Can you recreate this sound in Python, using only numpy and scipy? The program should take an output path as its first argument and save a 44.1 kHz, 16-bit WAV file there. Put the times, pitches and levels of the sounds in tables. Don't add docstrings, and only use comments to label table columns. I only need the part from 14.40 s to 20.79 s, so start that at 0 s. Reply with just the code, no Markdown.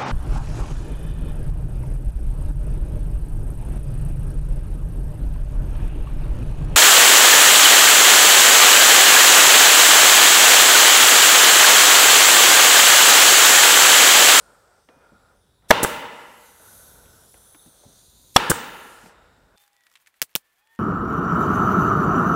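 import sys
import numpy as np
from scipy import signal
from scipy.fft import rfft, irfft
from scipy.io import wavfile
from scipy.ndimage import map_coordinates

SR = 44100
rng = np.random.default_rng(int(sys.argv[2]) if len(sys.argv) > 2 else 0)


def generate_wav(sig):
    pcm = np.round(np.clip(np.atleast_2d(sig).T, -1, 1) * 32767).astype(np.int16)
    wavfile.write(sys.argv[1], SR, pcm)


def linear_from_db(decibels):
    return 10 ** (np.asarray(decibels, float) / 20)


N = 281799
LEAD_S = .02

# hz, level_db per Hz
EXHAUST = [(1760, -52), (3000, -14.5), (6570, -3.5), (7580, 2), (9530, 2), (14800, -9), (15800, 3),
           (16500, -29)]


def rms_one(x):
    return x / np.sqrt(np.mean(x ** 2) + 1e-20)


def in_time(table):
    s, *columns = np.array(table).T
    return [np.interp(np.arange(N) / SR, s, column) for column in columns]


def at_hz(points, hz):
    points_hz, points_db = np.array(points).T
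    return np.interp(np.log(hz + 1), np.log(points_hz), points_db)


def noise(points, size):
    hz = np.fft.rfftfreq(size, 1 / SR)
    spectrum = rfft(rng.standard_normal(size))
    return rms_one(irfft(spectrum * linear_from_db(at_hz(points, hz)), size))


def band(x, low_hz, high_hz):
    edges_hz = [low_hz, min(high_hz, SR / 2 - 500)]
    return signal.sosfilt(signal.butter(2, edges_hz, "band", fs=SR, output="sos"), x)


def drift(rate):
    knots = rng.standard_normal(400)
    return np.interp(np.arange(N) / SR * rate, np.arange(400), knots)


def ring(clicks, hz, t60):
    r, w = linear_from_db(-60 / (max(t60, 1e-3) * SR)), 2 * np.pi * hz / SR
    return signal.lfilter([0, np.sin(w)], [1, -2 * r * np.cos(w), r * r], clicks + 1e-18)


def loss(t60):
    return 2 * np.log(1000) / (max(t60, 1e-3) * SR)


def add(out, x, s):
    at = round(s * SR)
    out[at:at + len(x)] += x[:len(out) - at]


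def rumble():
    # hz, level_db per Hz
    room_colour = [(12, -31.5), (20, -15.5), (55, 5.5), (318, -8.5), (527, -11.5), (736, -25.5),
                   (1010, -14), (1140, -34.5), (3000, -34), (3900, -68), (6600, -120)]
    low = noise(room_colour, size=N)
    drone = rms_one(ring(low, 52, 0.57))
    return linear_from_db(-63.5 - 2.25 * drift(3.0)) * (low + linear_from_db(-10.5) * drone)


def leak():
    # start_s, level_db, top_db (aim at the microphone),
    # whistle_db (tool pressed down), shrill_db
    turning = [(0.0, -63.5, -14, -28, 5), (0.22, -68.5, -12, -39, -8), (0.43, -72.5, -24, 0, -6),
               (0.92, -75, -18, 2, 1.5), (1.29, -81.5, -32, 16, 6), (1.46, -48.5, -2.5, -15, -2),
               (1.7, -57.5, -12, -21, -9), (1.96, -60.5, -6.5, -30, -7.5), (2.38, -55.5, -4, -33, -2.5),
               (2.69, -58.5, -6, -29.5, -14.5), (2.86, -60, -6.5, -24.5, 2), (3.2, -61, -5.5, -6.5, 7),
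               (3.45, -58.5, -10.5, -13, -1.5), (3.93, -59, -8, -5.5, -6), (4.4, -56.5, -6, -7.5, -3),
               (4.68, -57, -11, -32.5, -4), (4.75, -72, -24, 8, -19.5), (5.16, -78, -24.5, 3.5, -7)]
    # hz, level_db per Hz
    jet_colour = [(1470, -43), (2500, -16.5), (3590, -6.5), (5130, -8), (6250, -6), (7920, -6.5),
                  (10400, -10), (15100, -13.5), (16100, -14), (16500, -41.5)]
    # start_s, pitch_hz
    shrill_ridge = [(0, 9400), (.3, 8200), (.5, 9670), (1.3, 9770), (1.95, 10030), (2.15, 9000),
                    (2.5, 9180), (2.76, 10110), (2.85, 9530), (2.96, 10240), (2.99, 9000), (3.15, 10100),
                    (3.3, 9440), (3.9, 9540), (4.7, 9320)]
    # start_s, hand_ms, table_ms, frame_ms
    extra_path = [(0, .3, 1.1, .6), (.4, .3, .9, 1.3), (1.9, .3, .8, 1.25), (2.1, .42, .88, 1.3),
                  (2.4, .4, 1.0, 1.3), (2.6, .41, .92, 1.24), (2.75, .42, .82, 1.18), (3.0, .42, .7, .95),
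                  (3.15, .41, .66, .92), (3.5, .39, .66, 1.0), (3.65, .38, .68, 1.48),
                  (3.9, .365, .72, 1.44), (4.4, .37, .8, 1.1), (4.7, .3, 1.0, 1.5)]

    level_db, top_db, whistle_db, shrill_db = in_time(turning)
    shrill_hz, = in_time(shrill_ridge)
    hiss = noise(jet_colour, size=N)
    hiss += (linear_from_db(top_db + 9.0) - 1) * band(hiss, 6400, 20000)
    hiss += linear_from_db(14 + 3 * top_db) * band(hiss, 9700, 13600)

    ridges = [(3650, whistle_db, 220), (6300, -12, 400), (shrill_hz, shrill_db, 350)]
    for hz, db, half_hz in ridges:
        breadth = rms_one(band(rng.standard_normal(N), 19, half_hz))
        pitch_hz = hz * (1 + .006 * drift(8.3))
        flicker = linear_from_db(db + 1.5 * drift(8.0))
        hiss += flicker * breadth * np.sin(2 * np.pi * np.cumsum(pitch_hz) / SR)
    hiss += linear_from_db(-5.5 + whistle_db + top_db + 24) * band(hiss, 14000, 15000)

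    echoes = []
    for ms in in_time(extra_path):
        delay = ms * (1 + .05 * drift(6.)) * SR / 1000
        echoes.append(map_coordinates(hiss, [np.arange(N) - delay], order=3))
    off_hand, off_table, off_frame = echoes
    hand_share = .24 + .35 * np.minimum(linear_from_db(whistle_db), 1)
    table_share = .26 * np.minimum(linear_from_db(top_db + 2.5), 1)
    frame_share = 0.11 * np.minimum(linear_from_db(top_db + 5), 1)
    heard = hiss - hand_share * band(off_hand, 1500, 13000)
    heard += table_share * band(off_table, 5000, 15000)
    heard += frame_share * band(off_frame, 4000, 15000)

    for hz in np.geomspace(4000, 14500, num=10):
        heard += .2 * drift(9) * band(heard, hz * .96, hz * 1.04)
    return linear_from_db(level_db + .8 * drift(15.0)) * heard


def drags(rows):
    rise_s, fall_s, sag_db_per_s, rest_db = .03, .09, 11, -73.5
    t, rub, hollow = np.arange(N) / SR, linear_from_db(rest_db), 0
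    for s, end, db, ring_db in rows:
        edge = np.clip(np.minimum((t - s) / rise_s, 1 + (end - t) / fall_s), 0, 1)
        gain = edge * linear_from_db(db - sag_db_per_s * np.maximum(t - s, 0))
        rub = rub + gain
        hollow = hollow + gain * linear_from_db(ring_db)
    return rub, hollow


def cloth():
    # start_s, end_s, level_db, nasal_ring_db
    strokes = [
        (-.05, .38, -58, -0.5),
        (.47, .64, -62, -22),
        (.6, .92, -63.5, 2.5),
        (.9, 1.1, -81, -27),
        (1.22, 1.32, -64, -26.5),
        (1.9, 2.2, -67.5, 8),
        (2.19, 2.84, -57.5, -1),
        (2.93, 3.5, -63.5, -22),
        (3.48, 3.88, -77, -20),
        (4.3, 5.2, -56, -6),
    ]
    # hz, level_db per Hz
    cloth_colour = [(88, -38), (150, -10), (306, -9.5), (485, 1), (1030, -4.5), (1140, -6.5), (1410, -2.5),
                    (1960, -13), (2870, -22), (3500, -18.5), (4550, -40), (7700, -120)]
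    # start_s, pitch_hz
    hollow_pitch = [(.9, 1406), (2.2, 1493), (3.0, 1493), (4.7, 1437)]

    rub, nasal = drags(strokes)
    phase = 2 * np.pi * np.cumsum(in_time(hollow_pitch)[0]) / SR
    first = rms_one(band(rng.standard_normal(N), 6, 40))
    second = rms_one(band(rng.standard_normal(N), 6, 40))
    hollow = first * np.sin(phase) + 0.57 * second * np.sin(0.9 * phase)
    return linear_from_db(1.2 * drift(8.9)) * (rub * noise(cloth_colour, size=N) + nasal * hollow)


def bumps():
    # start_s, peak_db, pitch_hz, click_db
    touches = [(0.488, -41.5, 432, -1), (0.561, -47.5, 217, -16), (0.719, -44.5, 213, -29),
               (1.223, -61, 266, 1), (2.199, -48.5, 605, -8), (2.657, -45, 191, -4),
               (2.942, -46.5, 458, 0.5), (3.147, -44.5, 304, 2), (3.261, -43.5, 235, -12),
               (3.272, -45.5, 211, -16), (3.407, -55, 389, -25), (3.43, -48, 578, -39),
               (3.454, -42.5, 153, -37), (3.479, -47, 153, -33), (3.839, -65, 237, 1),
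               (4.632, -42, 235, -12), (4.659, -36.5, 221, -5.5)]
    # start_s, pitch_hz, level_db, t60_s
    magazine = (.5, 2450, -69, 1.3)

    out, t = np.zeros(N), np.arange(SR // 4) / SR
    for s, db, hz, click_db in touches:
        t60 = .08 * linear_from_db(-20 * (click_db + 2.5) / (4 * 25))
        rough = rms_one(band(rng.standard_normal(len(t)), hz * 0.56, hz * 1.43))
        rough *= linear_from_db(-60 * t / t60) * np.minimum(t / 0.0037, 1)
        click = rms_one(band(rng.standard_normal(len(t)), 600, 2300))
        click *= linear_from_db(click_db - 60 * t / 0.043)
        add(out, linear_from_db(db - 5.0) * (rough + click), s)
        add(out, linear_from_db(db - 9) * ring(signal.unit_impulse(len(t)), hz, 1.1 * t60), s)
    s, hz, db, t60 = magazine
    add(out, linear_from_db(db) * ring(signal.unit_impulse(SR // 2), hz, t60), s)
    return out


def whines():
    # start_s, length_s, first_hz, last_hz, level_db
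    motors = [(5.06, .37, 830, 815, -75), (6.14, .32, 670, 945, -75), (5.33, .21, 1960, 1925, -71),
              (5.98, .17, 1770, 1765, -77), (6.16, .11, 1540, 1860, -76), (6.265, .14, 1790, 1850, -65),
              (5.15, .11, 3545, 3560, -71), (5.26, .22, 3540, 3510, -83), (6.17, .3, 3220, 3430, -80),
              (6.26, .16, 2930, 3070, -83), (6.18, .07, 2480, 2530, -81)]
    out, t = np.zeros(N), np.arange(N) / SR
    for s, length, first_hz, last_hz, db in motors:
        done = np.clip((t - s) / length, 0, 1)
        hz = last_hz + (first_hz - last_hz) * np.exp(-done / .3)
        swell = np.maximum(np.sin(np.pi * done), 0) ** .45 * (done < 1)
        level = linear_from_db(db + 4 + 3 * drift(50.))
        hz = hz * (1 + .006 * drift(55.))
        out += swell * level * np.sin(2 * np.pi * np.cumsum(hz) / SR)
    return out


def fast_rustle():
    # hz, level_db per Hz
    fast_colour = [(18, -28.5), (30, -20), (217, -24), (953, -16), (1090, -15.5), (1240, -16.5),
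                   (1750, -15), (5590, -25), (6550, -24), (15700, -16.5), (16500, -40)]
    # middle_s, half_length_s, lift_db
    rustles = [(5.222, 0.038, 5.5), (5.353, 0.047, 2), (5.453, 0.036, 2.5), (5.534, 0.052, 2.5),
               (5.62, 0.023, 3), (5.68, 0.014, 4.5), (5.761, 0.023, 3), (5.908, 0.025, 3.5),
               (6.006, 0.018, 3.5), (6.067, 0.027, 3), (6.126, 0.022, 2), (6.195, .014, 3),
               (6.337, 0.037, 2.5)]
    t = np.arange(N) / SR
    lift_db = sum(db * np.exp(-((t - s) / half) ** 2) for s, half, db in rustles)
    floor = noise(fast_colour, size=N)
    top_db = -11.5 + 2.55 * lift_db + 3.5 * drift(60.)
    return linear_from_db(-69 + lift_db) * (band(floor, 15, 4900) - linear_from_db(top_db) * band(floor, 4900, 21500))


def fast_ticks():
    # start_s, peak_db, pitch_hz, ring_db
    ticks = [(5.1753, -36, 5140, -22), (5.1804, -35, 3540, -24.5), (5.1974, -48, 3560, -17.5),
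             (5.201, -45.5, 3540, -14), (5.238, -39, 1386, -22), (5.2632, -43, 3450, -20),
             (5.278, -37, 2300, -21), (5.3314, -45.5, 1927, -19), (5.3654, -39.5, 1960, -24.5),
             (5.4074, -44, 1936, -14), (5.4364, -41.5, 1924, -15.5), (5.467, -37.5, 2324, -7),
             (5.4989, -43.5, 1897, -11.5), (5.5147, -42.5, 1450, -5), (5.5385, -39.5, 2240, -15),
             (5.5545, -33, 2310, -1), (5.571, -42, 2310, -5), (5.6006, -46, 1450, -11),
             (5.6614, -43, 2260, -4), (5.6712, -34.5, 2320, -7.5), (5.675, -35.5, 1780, -9),
             (5.741, -47.5, 2290, -5.5), (5.8937, -46, 2326, -15), (5.9134, -46, 1630, -11),
             (6.183, -48.5, 1610, -13), (6.2724, -46, 1860, -9), (6.3503, -42, 1830, -12.5),
             (6.3592, -42.5, 1870, -11), (5.5265, -43, 2320, -24), (5.7955, -46, 5000, -26),
             (5.930, -46, 6000, -26.5), (5.940, -47, 6000, -24), (6.160, -50.5, 5000, -25)]
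    out, t = np.zeros(N), np.arange(SR // 10) / SR
    for s, db, hz, ring_db in ticks:
        crackle = band(rng.standard_normal(len(t)), 1200, 9100)
        tick = crackle + linear_from_db(ring_db) * rms_one(band(crackle, 1150, hz * 1.53))
        struck = ring(crackle * linear_from_db(-60 * t / 0.0053), hz, 0.047)
        add(out, linear_from_db(db - 16 + ring_db) * struck / np.max(np.abs(struck)), s)
        t60 = .008 + .03 * linear_from_db(ring_db)
        add(out, linear_from_db(db - 10 - 60 * t / t60) * tick, s)
    return out


def echo(colour, peaks, build_s, size):
    # hz, t60_s
    hall = [(60, .9), (250, 1.4), (1200, 1.413), (2000, 1.433), (2900, 1.3), (5400, 0.77), (11000, 0.16),
            (16000, 0.69)]
    t, hz = np.arange(size) / SR, np.fft.rfftfreq(size, 1 / SR)
    resonance = 1 + sum(linear_from_db(db) / (1 + (2 * (hz - top) / width) ** 2) for top, width, db in peaks)
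    spectrum = rfft(rng.standard_normal(size)) * linear_from_db(at_hz(colour, hz)) * resonance
    out = np.zeros(size)
    for centre in 31 * 2 ** np.arange(0, 9.5, .5):
        share = np.cos(np.pi * np.clip(np.log2((hz + 1) / centre), -.5, .5)) ** 2
        out += irfft(spectrum * share, size) * linear_from_db(-60 * t / at_hz(hall, centre))
    return out / np.std(out[:SR // 10]) * (1 - np.exp(-t / build_s))


def blow(t, push, drive_s, steel_db, place):
    # pitch_hz, first_place_db, second_place_db, t60_s
    wood_modes = [(111, -4.5, -6, 0.092), (305, -6.5, -7, 0.026), (470, -8.5, -11.5, 0.072),
                  (629, -0.5, -4, 0.03), (796, -8.5, -1, 0.023), (933, -9.5, -7, 0.08),
                  (1228, 0, 2.5, 0.011), (1586, -3, -6.5, 0.016), (1780, -10.5, -4.5, 0.014),
                  (2030, -5.5, -14, 0.012)]
    # pitch_hz, level_db, t60_s
    steel_modes = [(2826, -1, 0.036), (3390, 3.5, 0.038), (4356, -7.5, 0.04), (5660, 13, 0.0058),
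                   (8200, -3.5, 0.015)]
    crack_length = (.0058, .0025)

    chatter = rng.standard_normal(len(t)) * (rng.random(len(t)) < .14)
    chatter *= 1.7 * (t > .001) * (t < drive_s)
    soft = 3 * band(chatter, 600, 1800) + linear_from_db(-2.5 - 2.1 * place) * band(chatter, 110, 540)
    soft *= np.exp(-place * t / 0.0045)
    wood = sum(linear_from_db(db[round(place)]) * ring(soft, hz, t60) for hz, *db, t60 in wood_modes)
    hard = chatter * (t > .0022) * np.exp(-t / 0.0022)
    steel = sum(linear_from_db(db) * ring(hard, hz, t60) for hz, db, t60 in steel_modes)
    crack = chatter * np.clip((t - .001) / .0008, 0, 1) * np.exp(-t / crack_length[round(place)])
    out = linear_from_db(-5 * place) * wood + linear_from_db(steel_db) * steel
    out += linear_from_db(steel_db + 14.5 - 4 * place) * band(crack, 7000, 26000)
    out *= linear_from_db(1.5) / np.std(out[(t > 0) & (t < drive_s)])
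    out += linear_from_db(10) * ring(push, 880, .011)
    return out * linear_from_db(-17 * np.clip((t - drive_s) / .0012, 0, 1))


def exhaust(t):
    gust = np.interp(t + LEAD_S, [0, .002, .004, .0085, .0115, .015, .0175, .024],
                     [0, .3, 1, .9, .5, .6, .22, .15])
    gust = gust * np.exp(-np.maximum(t, 0) / 0.0054)
    jet = noise(EXHAUST, size=len(t))
    jet += linear_from_db(-2.5) * rms_one(band(rng.standard_normal(len(t)), 81, 505))
    jet += linear_from_db(-13) * rms_one(band(rng.standard_normal(len(t)), 570, 2800))
    return gust * jet


def piston_knock(size):
    hit = signal.lfilter([.2], [1, -.8], signal.unit_impulse(size))
    low = -ring(hit, 1500, .008) - .2 * ring(hit, 520, .015)
    return low - .45 * ring(hit, 3000, .003) - .6 * ring(hit, 6000, .003)


def staple(drive_s, exhaust_s, knock_s, steel_db, echo_db, exhaust_db, place):
    # delay_s, pitch_hz, t60_s, first_place_db, second_place_db
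    rebound = (.0140, 870, .045, -7, -22)
    # hz, level_db per Hz
    blow_colour = [(24, -44), (40, -12.5), (69, -11), (249, -5.5), (329, -8), (467, -8.5), (715, -11),
                   (918, -4), (2320, -13), (2980, -12.5), (3300, -18.5), (3650, -14.5), (16000, -32.5)]
    # pitch_hz, width_hz, first_staple_db, second_staple_db
    echo_peaks = [(483, 52, 8.5, 6.5), (600, 65, 6.5, -9), (812, 48, 1.5, 4.5), (910, 140, 4, -5.5),
                  (1372.3, 96, 2, 8), (1730, 170, -1, 4.5), (2020, 80, 8, -10), (2970, 940, 2.5, 0.5),
                  (3590, 120, 3, 5)]
    # after_exhaust_s, under_knock_db
    rattles = [
        [(.0063, -36), (.0116, -10.5)],
        [(.0098, -16), (.0116, -9)],
    ]

    size = 2 * SR
    out, t = np.zeros(size), np.arange(SR // 4) / SR - LEAD_S
    valve = linear_from_db(-27) * band(rng.standard_normal(len(t)), 3000, 12000)
    valve *= np.exp(np.minimum(t, 0) / .007) * (t < .002)
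    push = signal.lfilter([.0049], [1, -1.86, .8649], signal.unit_impulse(len(t), round(LEAD_S * SR)))
    splash = linear_from_db(-25.0) * noise(EXHAUST, size=len(t)) * (t > .001)
    splash *= np.exp(-t / 0.0074) + linear_from_db(-22) * np.exp(-t / 0.16)
    add(out, valve + blow(t, push, drive_s, steel_db, place) + splash, 0)

    delay_s, hz, t60, *db = rebound
    spring = ring(ring(push, hz, t60) * loss(t60), hz * 1.04, t60)
    add(out, linear_from_db(db[round(place)] + 6) * spring, delay_s)
    peaks = [(hz, width, (first_db, second_db)[round(place)])
             for hz, width, first_db, second_db in echo_peaks]
    add(out, linear_from_db(echo_db) * echo(blow_colour, peaks, 0.002, size=size), LEAD_S + 0.0023)

    opens_s = LEAD_S + exhaust_s
    add(out, linear_from_db(exhaust_db) * exhaust(t), opens_s)
    add(out, -linear_from_db(exhaust_db - 21) * ring(push, 81.1, 0.23), exhaust_s + 0.0017)
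    add(out, linear_from_db(exhaust_db - 22) * echo(EXHAUST, [], 0.0074, size=SR), opens_s + 0.0017)

    knock = piston_knock(len(t))
    add(out, linear_from_db(exhaust_db + 14) * knock, opens_s + knock_s)
    for s, db in rattles[round(place)]:
        add(out, -linear_from_db(exhaust_db + 15 + db) * knock, opens_s + s)
    add(out, linear_from_db(exhaust_db + 5) * knock, opens_s + knock_s + .0025)
    hot = out / .92
    return out / (1 + np.abs(hot) ** 4) ** (1 / 4)


def fast_staples():
    # blow_s, then at true speed drive_s, exhaust_delay_s, knock_after_exhaust_s
    fast_shots = [
        (5.8176, .009, .118, .0195),
        (5.9531, .009, .119, .0195),
    ]
    # echo_db, exhaust_db
    fast_levels = [
        (0, 0.5, -37, 2160, 2.5, 7000, 3, -25.5, -14),
        (0, -0.5, -30.5, 345, 6, 3700, 2.4, -25, -14),
    ]
    speed_up = 17
    out = np.zeros(N)
    for (s, *timing), row in zip(fast_shots, fast_levels):
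        db, crack_db, thump_db, low_hz, low_db, high_hz, high_db, echo_db, exhaust_db = row
        quick = staple(*timing, 0, echo_db, exhaust_db, 0)[::speed_up]
        t = np.arange(len(quick)) / SR
        quick *= np.clip(t / .0015, 0, 1) ** 3
        crack = quick * (t < .003)
        quick += linear_from_db(low_db) * band(crack, low_hz * 0.6, low_hz * 1.84)
        quick += linear_from_db(high_db) * band(crack, high_hz * 0.61, high_hz * 1.07)
        quick *= np.where(t < .0022, linear_from_db(crack_db), 1)
        thump = ring(signal.unit_impulse(SR // 10), 170, .04)
        add(quick, linear_from_db(thump_db) * thump, LEAD_S / speed_up)
        quick *= linear_from_db(-150 * t)
        add(out, linear_from_db(db) * quick, s - LEAD_S / speed_up)
    return out


def scene():
    # blow_s, drive_s, exhaust_delay_s, knock_after_exhaust_s
    shots = [
        (1.3053, .0106, .1228, .0197),
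        (3.9612, .0090, .1350, .0197),
    ]
    # steel_db, echo_db, exhaust_db, place along the frame (0-1)
    shot_levels = [
        (-2, -22.5, -15, 0.17),
        (3, -25.5, -13.5, 0.91),
    ]
    change_s, mic_hiss_db = 5.16, -75
    slow = rumble() + leak() + cloth() + bumps()
    slow += linear_from_db(mic_hiss_db) * rng.standard_normal(N)
    for (s, *timing), levels in zip(shots, shot_levels):
        add(slow, staple(*timing, *levels), s - LEAD_S)
    fast = whines() + fast_rustle() + fast_ticks() + fast_staples()
    return np.where(np.arange(N) < change_s * SR, slow, fast)[None]


def roll_off(x):
    return signal.sosfilt(signal.butter(12, 16780, fs=SR, output="sos"), x)


def record(dry):
    mix = signal.sosfilt(signal.cheby2(10, 50, 16600, fs=SR, output="sos"), dry)
    return roll_off(mix)


dry = scene()
out = record(dry)
generate_wav(out)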